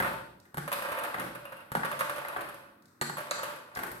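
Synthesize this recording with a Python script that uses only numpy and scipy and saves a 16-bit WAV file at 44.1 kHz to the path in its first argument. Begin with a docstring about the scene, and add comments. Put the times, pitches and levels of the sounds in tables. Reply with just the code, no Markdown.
"""Fingers knock light, hard balls about in a plastic tray. Three times a wooden hatch knocks and a ball
drops into a hollow lottery drum, where it bounces, clacks and rolls among the others; the hand goes back
to the tray. Each blow on a body is a contact pulse, a short dense ring and mostly a few clear modes.
A bare, ringing room with faint noise surrounds a two-port microphone about a metre away."""
import sys
import numpy as np
from scipy import signal
from scipy.fft import rfft, irfft, next_fast_len
from scipy.io import wavfile
from scipy.ndimage import uniform_filter1d

SR = 44100
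rng = np.random.default_rng(int(sys.argv[2]) if len(sys.argv) > 2 else 0)


def file_out(sig):
    """Save sig as 16-bit WAV at sys.argv[1]."""
    # one column per channel
    cols = np.atleast_2d(sig).T
    # limit, then scale
    lim = np.clip(cols, -1, 1)
    pcm = np.round(lim * 32767).astype(np.int16)
    wavfile.write(sys.argv[1], SR, pcm)


N = 176400
RING_TIME_S = np.arange(16384) / SR

# room noise spectrum; gains of direct path, early echoes, tail (f/Hz, level/dB)
AIR_SPECTRUM = [(12, -47), (25, -28), (50, -37), (90, 4.5), (140, 3.5), (300, 5.5), (600, -10),
                (1500, -2.5), (4000, -37), (11000, -28.5), (16000, -8)]
DIRECT_EQ = [(300, 0), (900, -2.5), (5000, -2.5)]
EARLY_EQ = [(150, -10), (700, .5), (8000, -1.5)]
TAIL_EQ = [(100, -3.5), (300, 3.5), (800, 2), (2000, 0), (6000, 3), (12000, -3)]
# tail decay (f/Hz, t60/s)
TAIL_DECAY = [(100, 0.9), (260, 0.8), (700, 0.59), (1800, 0.46), (5000, 0.66), (12000, 0.47)]
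# left minus right; microphone response (f/Hz, level/dB)
BALANCE_EQ = [(100, 2), (280, -2), (600, -1.5), (1100, 1.5), (4000, 0.5), (8000, -1), (14000, 5.5)]
MIC_EQ = [(20, -15), (45, 0.5), (4400, 1), (5400, 0), (7000, -1.5), (8300, 4.5), (9050, 5.5), (9350, -8.5),
          (9900, 3), (12500, 4), (14000, -6), (15800, -17)]

# spectral shape of each dense ring (f/Hz, level/dB)
TICK_SPECTRUM = [(2500, -42), (3700, 0.5), (8300, -2), (11000, -8)]
TRAY_SPECTRUM = [(15, -72), (60, -6), (150, -12.5), (260, -6.5), (550, 0.5), (1400, 2), (1950, 0.5),
                 (2700, -10.5), (6000, -24), (11000, -17.5), (16000, -11.5)]
HATCH_SPECTRUM = [(20, -47), (70, -63), (140, -11), (260, -0.5), (550, -0.5), (900, -26), (1500, 7),
                  (2400, -10.5), (4000, -16), (6500, -21.5), (11000, -13.5), (16000, -17)]
SHELL_SPECTRUM = [(200, -25), (1100, 3), (1900, 3), (2500, -6), (3500, -9), (4300, 1), (5200, -9),
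                  (7400, 0.5), (10000, -11.5), (16000, -17)]
CLACK_SPECTRUM = [(1000, -18.5), (3000, -9), (6000, -15.5), (10000, -15), (16000, -10.5)]
DRUM_SPECTRUM = [(20, -31), (60, -65), (130, -17.5), (380, -18.5), (560, -0.5), (760, -10.5), (1100, 1.5),
                 (1650, 0), (2300, -6.5), (4000, -15), (6500, -29.5), (11000, -13.5), (16000, -13.5)]
# clear modes (f/Hz, level/dB re dense ring, t60/s)
TRAY_MODES = [(125.3, -22, 0.3), (182, -22, 0.2), (345, -17, 0.08), (1146, -10, 0.034), (1464, -7, 0.03),
              (1867, -13, 0.05)]
HATCH_MODES = [(142, -8, 0.14), (178, -11, 0.08), (233.5, -20, 0.12), (323, -15, 0.06), (841, -4, 0.02),
               (916, -6, 0.03), (1136, -9, 0.03), (1421, -7, 0.035)]
FRAME_MODES = [(146, -9, 0.2), (231, -13, 0.25), (350, -9, 0.12), (1205, -12, 0.15), (1425, -11, 0.3),
               (1745, -11, .2), (1943, -7, 0.4)]
THIN_MODES = [(2500, -9, .06), (2630, -9, .12), (2790, -9, .06)]
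DRUM_MODES = [(141, -25, 0.6), (190, -30.5, 0.5), (313.4, -25, 0.2), (535, -14, 0.15), (577, -11, 0.21),
              (721, -21, .1), (892, -11, 0.087), (995, -15, 0.08), (1135, -14, 0.064), (1450, -16, 0.055),
              (2560, -18, 0.059)]
# ball shell modes, relative to each click (f ratio, level/dB, t60 ratio)
SHELL_MODES = [(1, -8, 1), (.985, -8, .4), (1.035, -9, .25), (.96, -9, .25), (1.8, -10, .25)]

# faint, short, high ticks of fingers or cloth (t/s, level/dB)
FAINT_TICKS = [(.4, -34), (2.823, -39.5), (2.856, -35.5), (2.882, -44), (3.751, -19)]
# blows on tray and hatch (t/s, level/dB, treble/dB, bass/dB)
TRAY_TAPS = [(.001, 6, 0, 8.5), (.008, -6, -3, 11), (.024, -2.5, 5, -11), (.055, -12, -8, 20),
             (.08, -5.5, -1, -24), (.132, -21.5, 16.5, -1), (.155, -13.5, -18, -3.5), (.454, -26.5, 2, -13),
             (1.143, 1, -3.5, 1.5), (1.184, -2, -5, 12.5), (1.24, -12, 4, 19), (1.833, 3.5, -11, -31),
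             (2.249, -2.5, -7, -24), (2.362, 4.5, -26, -6), (2.368, -5.5, 0.5, 6), (3.759, -5, -1, -2),
             (3.771, -2.5, 2.5, 9), (3.79, -7, 7.5, 7), (3.834, -2.5, 7, 0.5), (3.868, -19, 16, 19.5),
             (3.915, -18.5, 21.5, 23)]
HATCH_KNOCKS = [(.544, -17.5, 7, 4), (.572, -8, 4.5, 8.5), (.581, -6, 1, 4.5), (1.718, -8.5, 5.5, 5.5),
                (1.7515, 3, -4.5, -5.5), (1.769, -8, 1, 12), (3.014, -9, -16, -39), (3.022, -4, 5, -18),
                (3.097, -7.5, -3, -1)]
# hard hit on the hatch frame; light taps and bounces in the drum (t/s, level/dB, treble/dB)
FRAME_HITS = [(3.014, -5, -3)]
THIN_TAPS = [(1.351, -25, -2), (1.453, -10.5, 6.5), (1.523, -31, 12), (1.569, -17, 5), (1.605, -17, 1)]
DRUM_BOUNCES = [(.678, -3.5, -1.5), (.717, 0, -1), (.728, -0.5, 6), (.788, -5, -8), (.821, -3.5, -2.5),
                (.85, -7, -5), (0.887, -6, -3), (.918, -0.5, -7), (.926, -9.5, 0.5), (.987, -4.5, -0.5),
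                (1.037, -7.5, 4), (1.048, -4, -6.5), (1.068, -19, -17), (1.101, -10.5, -8),
                (1.197, -5, 2.5), (1.218, -8, -4), (1.265, -9, -5.5), (1.351, -9.5, -1.5),
                (1.453, -10, -35), (1.523, -10, -7), (1.849, 0, -3), (1.915, -4, -1.5), (1.928, -1, -14),
                (1.992, -6.5, 6), (2, -5, 2.5), (2.008, 5, -7.5), (2.018, -13, -21), (2.096, -1.5, -1.5),
                (2.161, -10.5, 3), (2.182, -5.5, -4.5), (2.284, -7.5, 0.5), (2.409, -8.5, 1.5),
                (2.488, -14, 1), (2.543, -18, 3), (3.17, -5.5, -2), (3.182, -4.5, -1.5), (3.205, -7.5, -4),
                (3.312, 0.5, -8), (3.393, -10.5, -10), (3.432, -3.5, 2.5), (3.455, -10, -6),
                (3.525, -12, -9), (3.561, -16.5, 0)]
# shell against an edge (t/s, level/dB, f/Hz, mode level/dB, t60/s)
SHELL_CLICKS = [(3.0126, -5, 4385, -5, .12), (3.31, -5, 4080, 2, .03)]
# rolling envelope (t/s, level/dB)
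ROLL_ENVELOPE = [(0, -29.5), (.15, -45), (.35, -89.5), (.68, -96.5), (.76, -39), (1.05, -38.5),
                 (1.3, -54.5), (1.6, -54.5), (1.721, -55), (1.87, -54), (2.15, -43), (2.401, -44.5),
                 (2.66, -60), (3.099, -93), (3.19, -51.5), (3.48, -40.5), (3.62, -52.5), (3.98, -53.5)]

DRUM_T60_S, HATCH_T60_S, TRAY_T60_S, SHELL_T60_S = .05, .035, .035, .035  # dense ring
DRUM_SNAP, HATCH_SNAP, TRAY_SNAP, SHELL_SNAP = .45, 1, .35, .5  # contact pulse re dense ring
DRUM_DB, HATCH_DB, TRAY_DB, SHELL_DB, THIN_DB = -2.5, -2.5, -5.5, 2, -9.5


def undb(db):
    """dB to gain."""
    return 10 ** (np.asarray(db) / 20)


def unit(x):
    """Scale to unit energy."""
    return x / np.sqrt(np.sum(x ** 2))


def at(points, hz):
    """Interpolate a table over log frequency."""
    p = np.array(points, float)
    return np.interp(np.log(np.maximum(hz, 1)), np.log(p[:, 0]), p[:, 1])


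def fade(t, t60_s):
    """Exponential decay."""
    return np.exp(-np.log(1000) * t / max(t60_s, 1e-3))


def shape(x, db_of_hz):
    """Minimum-phase filter from a gain curve."""
    n = 2 * next_fast_len(x.shape[-1])
    cepstrum = irfft(np.log(undb(db_of_hz(np.arange(n // 2 + 1) * SR / n))), n)
    cepstrum[1:n // 2] *= 2
    cepstrum[n // 2 + 1:] = 0
    return irfft(rfft(x, n) * np.exp(rfft(cepstrum)), n)[..., :x.shape[-1]]


def colour(x, points):
    """Filter by (f/Hz, level/dB) points."""
    return shape(x, lambda hz: at(points, hz))


def flatten(x, width_hz=160):
    """Level the chance humps in a noise spectrum."""
    def inverse_db(hz):
        power = np.abs(rfft(x, 2 * (len(hz) - 1))) ** 2
        smooth = uniform_filter1d(np.atleast_2d(power).mean(0), max(3, int(width_hz / hz[1])))
        return -10 * np.log10(smooth / smooth.mean() + 1e-9)
    return shape(x, inverse_db)


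def add(out, t_s, sound):
    """Mix in at t_s."""
    i = int(np.clip(t_s * SR, 0, N - 1))
    out[i:i + len(sound)] += sound[:N - i]


def noise_burst(t60_s):
    """Decaying noise, unit energy."""
    return unit(rng.standard_normal(len(RING_TIME_S)) * fade(RING_TIME_S, t60_s))


def strike(spectrum, modes, t60_s, snap, wander=.0028, scatter_db=1.8):
    """One blow: pulse, dense ring, modes. Mode level, sign and pitch vary with the striking point."""
    burst = noise_burst(t60_s)
    burst[0] += snap
    out = unit(colour(flatten(burst), spectrum))
    for hz, db, mode_t60_s in modes:
        size, detune, side = rng.standard_normal(3)
        mode = np.sin(2 * np.pi * hz * (1 + wander * detune) * RING_TIME_S) * fade(RING_TIME_S, mode_t60_s)
        out += np.sign(side) * undb(db + scatter_db * size) * unit(mode)
    return out


def contact(x, treble_db=0, bass_db=0, treble_hz=3540, bass_hz=365):
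    """Two shelves: harder contacts are brighter, heavier ones carry more bass."""
    return shape(x, lambda hz: treble_db * hz ** 2 / (hz ** 2 + treble_hz ** 2)
                 + bass_db / (1 + (hz / bass_hz) ** 4))


def blows(table, *body, **options):
    """Play a table of blows on one body."""
    out = np.zeros(N)
    for t_s, db, *shelves_db in table:
        add(out, t_s, undb(db) * contact(strike(*body, **options), *shelves_db))
    return out


def diffuse(alike_hz=450):
    """Noise from all sides at two ports: alike in the bass, unrelated above."""
    def side_power(hz):
        return 1e-3 + hz ** 4 / (hz ** 4 + alike_hz ** 4)
    mid, side = rng.standard_normal((2, N))
    mid = shape(mid, lambda hz: 10 * np.log10(2 - side_power(hz)))
    side = shape(side, lambda hz: 10 * np.log10(side_power(hz)))
    return np.array([mid + side, mid - side]) / np.sqrt(2)


def room_noise(level_db=-61):
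    """Faint, steady diffuse noise."""
    return undb(level_db) * np.sqrt(2 * N) * unit(colour(diffuse(), AIR_SPECTRUM))


def room(x, wet_db=0, port_lag_s=.00029, early_t60_s=.035, build_s=.018):
    """Direct sound reaches the left port first; table and walls add early echoes and a tail."""
    t, hz = np.arange(N) / SR, np.arange(N // 2 + 1) * SR / N
    field, tail = rfft(diffuse()), 0
    for band_hz, t60_s in TAIL_DECAY:
        band = at([(f, f == band_hz) for f, _ in TAIL_DECAY], hz)
        envelope = unit(fade(t, t60_s) * (1 - np.exp(-t / build_s)))
        tail += irfft(field * band, N) * envelope
    tail = colour(flatten(tail, width_hz=35), TAIL_EQ)
    early = colour(flatten(diffuse() * unit(fade(t, early_t60_s))), EARLY_EQ)
    direct = np.zeros((2, N))
    direct[0, 0] = direct[1, round(port_lag_s * SR)] = 1
    response = colour(direct, DIRECT_EQ) + undb(wet_db) * (tail + early)
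    return signal.fftconvolve(x[None], response, axes=1)[:, :N] / np.sqrt(2)


def tray():
    """Fingers knock balls about the plastic tray; fingers or cloth add faint, short, high ticks."""
    taps = blows(TRAY_TAPS, TRAY_SPECTRUM, TRAY_MODES, TRAY_T60_S, TRAY_SNAP)
    ticks = blows(FAINT_TICKS, TICK_SPECTRUM, modes=[], t60_s=.015, snap=.5)
    return undb(TRAY_DB) * taps + ticks


def hatch():
    """The wooden hatch knocks; one hard hit rings its frame."""
    knocks = blows(HATCH_KNOCKS, HATCH_SPECTRUM, HATCH_MODES, HATCH_T60_S, HATCH_SNAP)
    frame = blows(FRAME_HITS, HATCH_SPECTRUM, FRAME_MODES, HATCH_T60_S, HATCH_SNAP)
    return undb(HATCH_DB) * knocks + frame


def shell_clicks():
    """A ball's thin shell rings high on meeting a hard edge."""
    out = np.zeros(N)
    for t_s, db, hz, ring_db, t60_s in SHELL_CLICKS:
        modes = [(hz * ratio, mode_db + ring_db, t60_s * share) for ratio, mode_db, share in SHELL_MODES]
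        add(out, t_s, undb(db) * strike(SHELL_SPECTRUM, modes, SHELL_T60_S, SHELL_SNAP, wander=0))
    return undb(SHELL_DB) * out


def clacks(count=4, gap_s=.0035, loss_db=2):
    """Each bounce knocks on through neighbouring balls: a quick run of weakening ticks."""
    out = np.zeros(N)
    for t_s, db, treble_db in DRUM_BOUNCES:
        for k in range(count):
            add(out, t_s, undb(db + treble_db - k * loss_db) * noise_burst(t60_s=.006))
            t_s += gap_s * (.5 + rng.random())
    return colour(out, CLACK_SPECTRUM)


def rolling(spots=4, contacts_per_s=200, scatter_db=8):
    """Rolling, settling balls make many tiny contacts at several spots on the drum wall."""
    envelope = undb(np.interp(np.arange(N) / SR, *np.array(ROLL_ENVELOPE).T))
    out = np.zeros(N)
    for _ in range(spots):
        hits = rng.random(N) < contacts_per_s / spots / SR
        ticks = hits * undb(scatter_db * (2 * rng.random(N) - 1))
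        force = unit(ticks) * np.sqrt(N / spots) * envelope
        wall = strike(DRUM_SPECTRUM, DRUM_MODES, DRUM_T60_S, DRUM_SNAP)
        wall = unit(contact(wall, treble_db=-9.5, bass_db=-4))
        out += signal.fftconvolve(force, wall)[:N]
    return out


def drum_bounces():
    """Balls strike the hollow drum, whose modes shift as they move about; light taps ring thinly."""
    bounces = blows(DRUM_BOUNCES, DRUM_SPECTRUM, DRUM_MODES, DRUM_T60_S, DRUM_SNAP, wander=.018)
    taps = blows(THIN_TAPS, DRUM_SPECTRUM, THIN_MODES, TRAY_T60_S, TRAY_SNAP)
    return undb(DRUM_DB) * bounces + undb(THIN_DB) * taps


def scene():
    """Drum, hatch, balls and tray, each with its own room response, over room noise."""
    sources = [(drum_bounces() + rolling(), -1.5), (hatch(), -1.5),
               (clacks() + shell_clicks(), -4), (tray(), 0)]
    left, right = room_noise() + sum(room(x, wet_db) for x, wet_db in sources)
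    return np.array([shape(left, lambda hz: at(BALANCE_EQ, hz) / 2),
                     shape(right, lambda hz: -at(BALANCE_EQ, hz) / 2)])


def record(dry):
    """The microphone ports notch and lift the treble; low-pass at 16 kHz."""
    lowpass = signal.ellip(8, .2, 70, 16000, fs=SR, output="sos")
    return signal.sosfilt(lowpass, colour(dry, MIC_EQ))


dry = scene()
out = record(dry)
file_out(out)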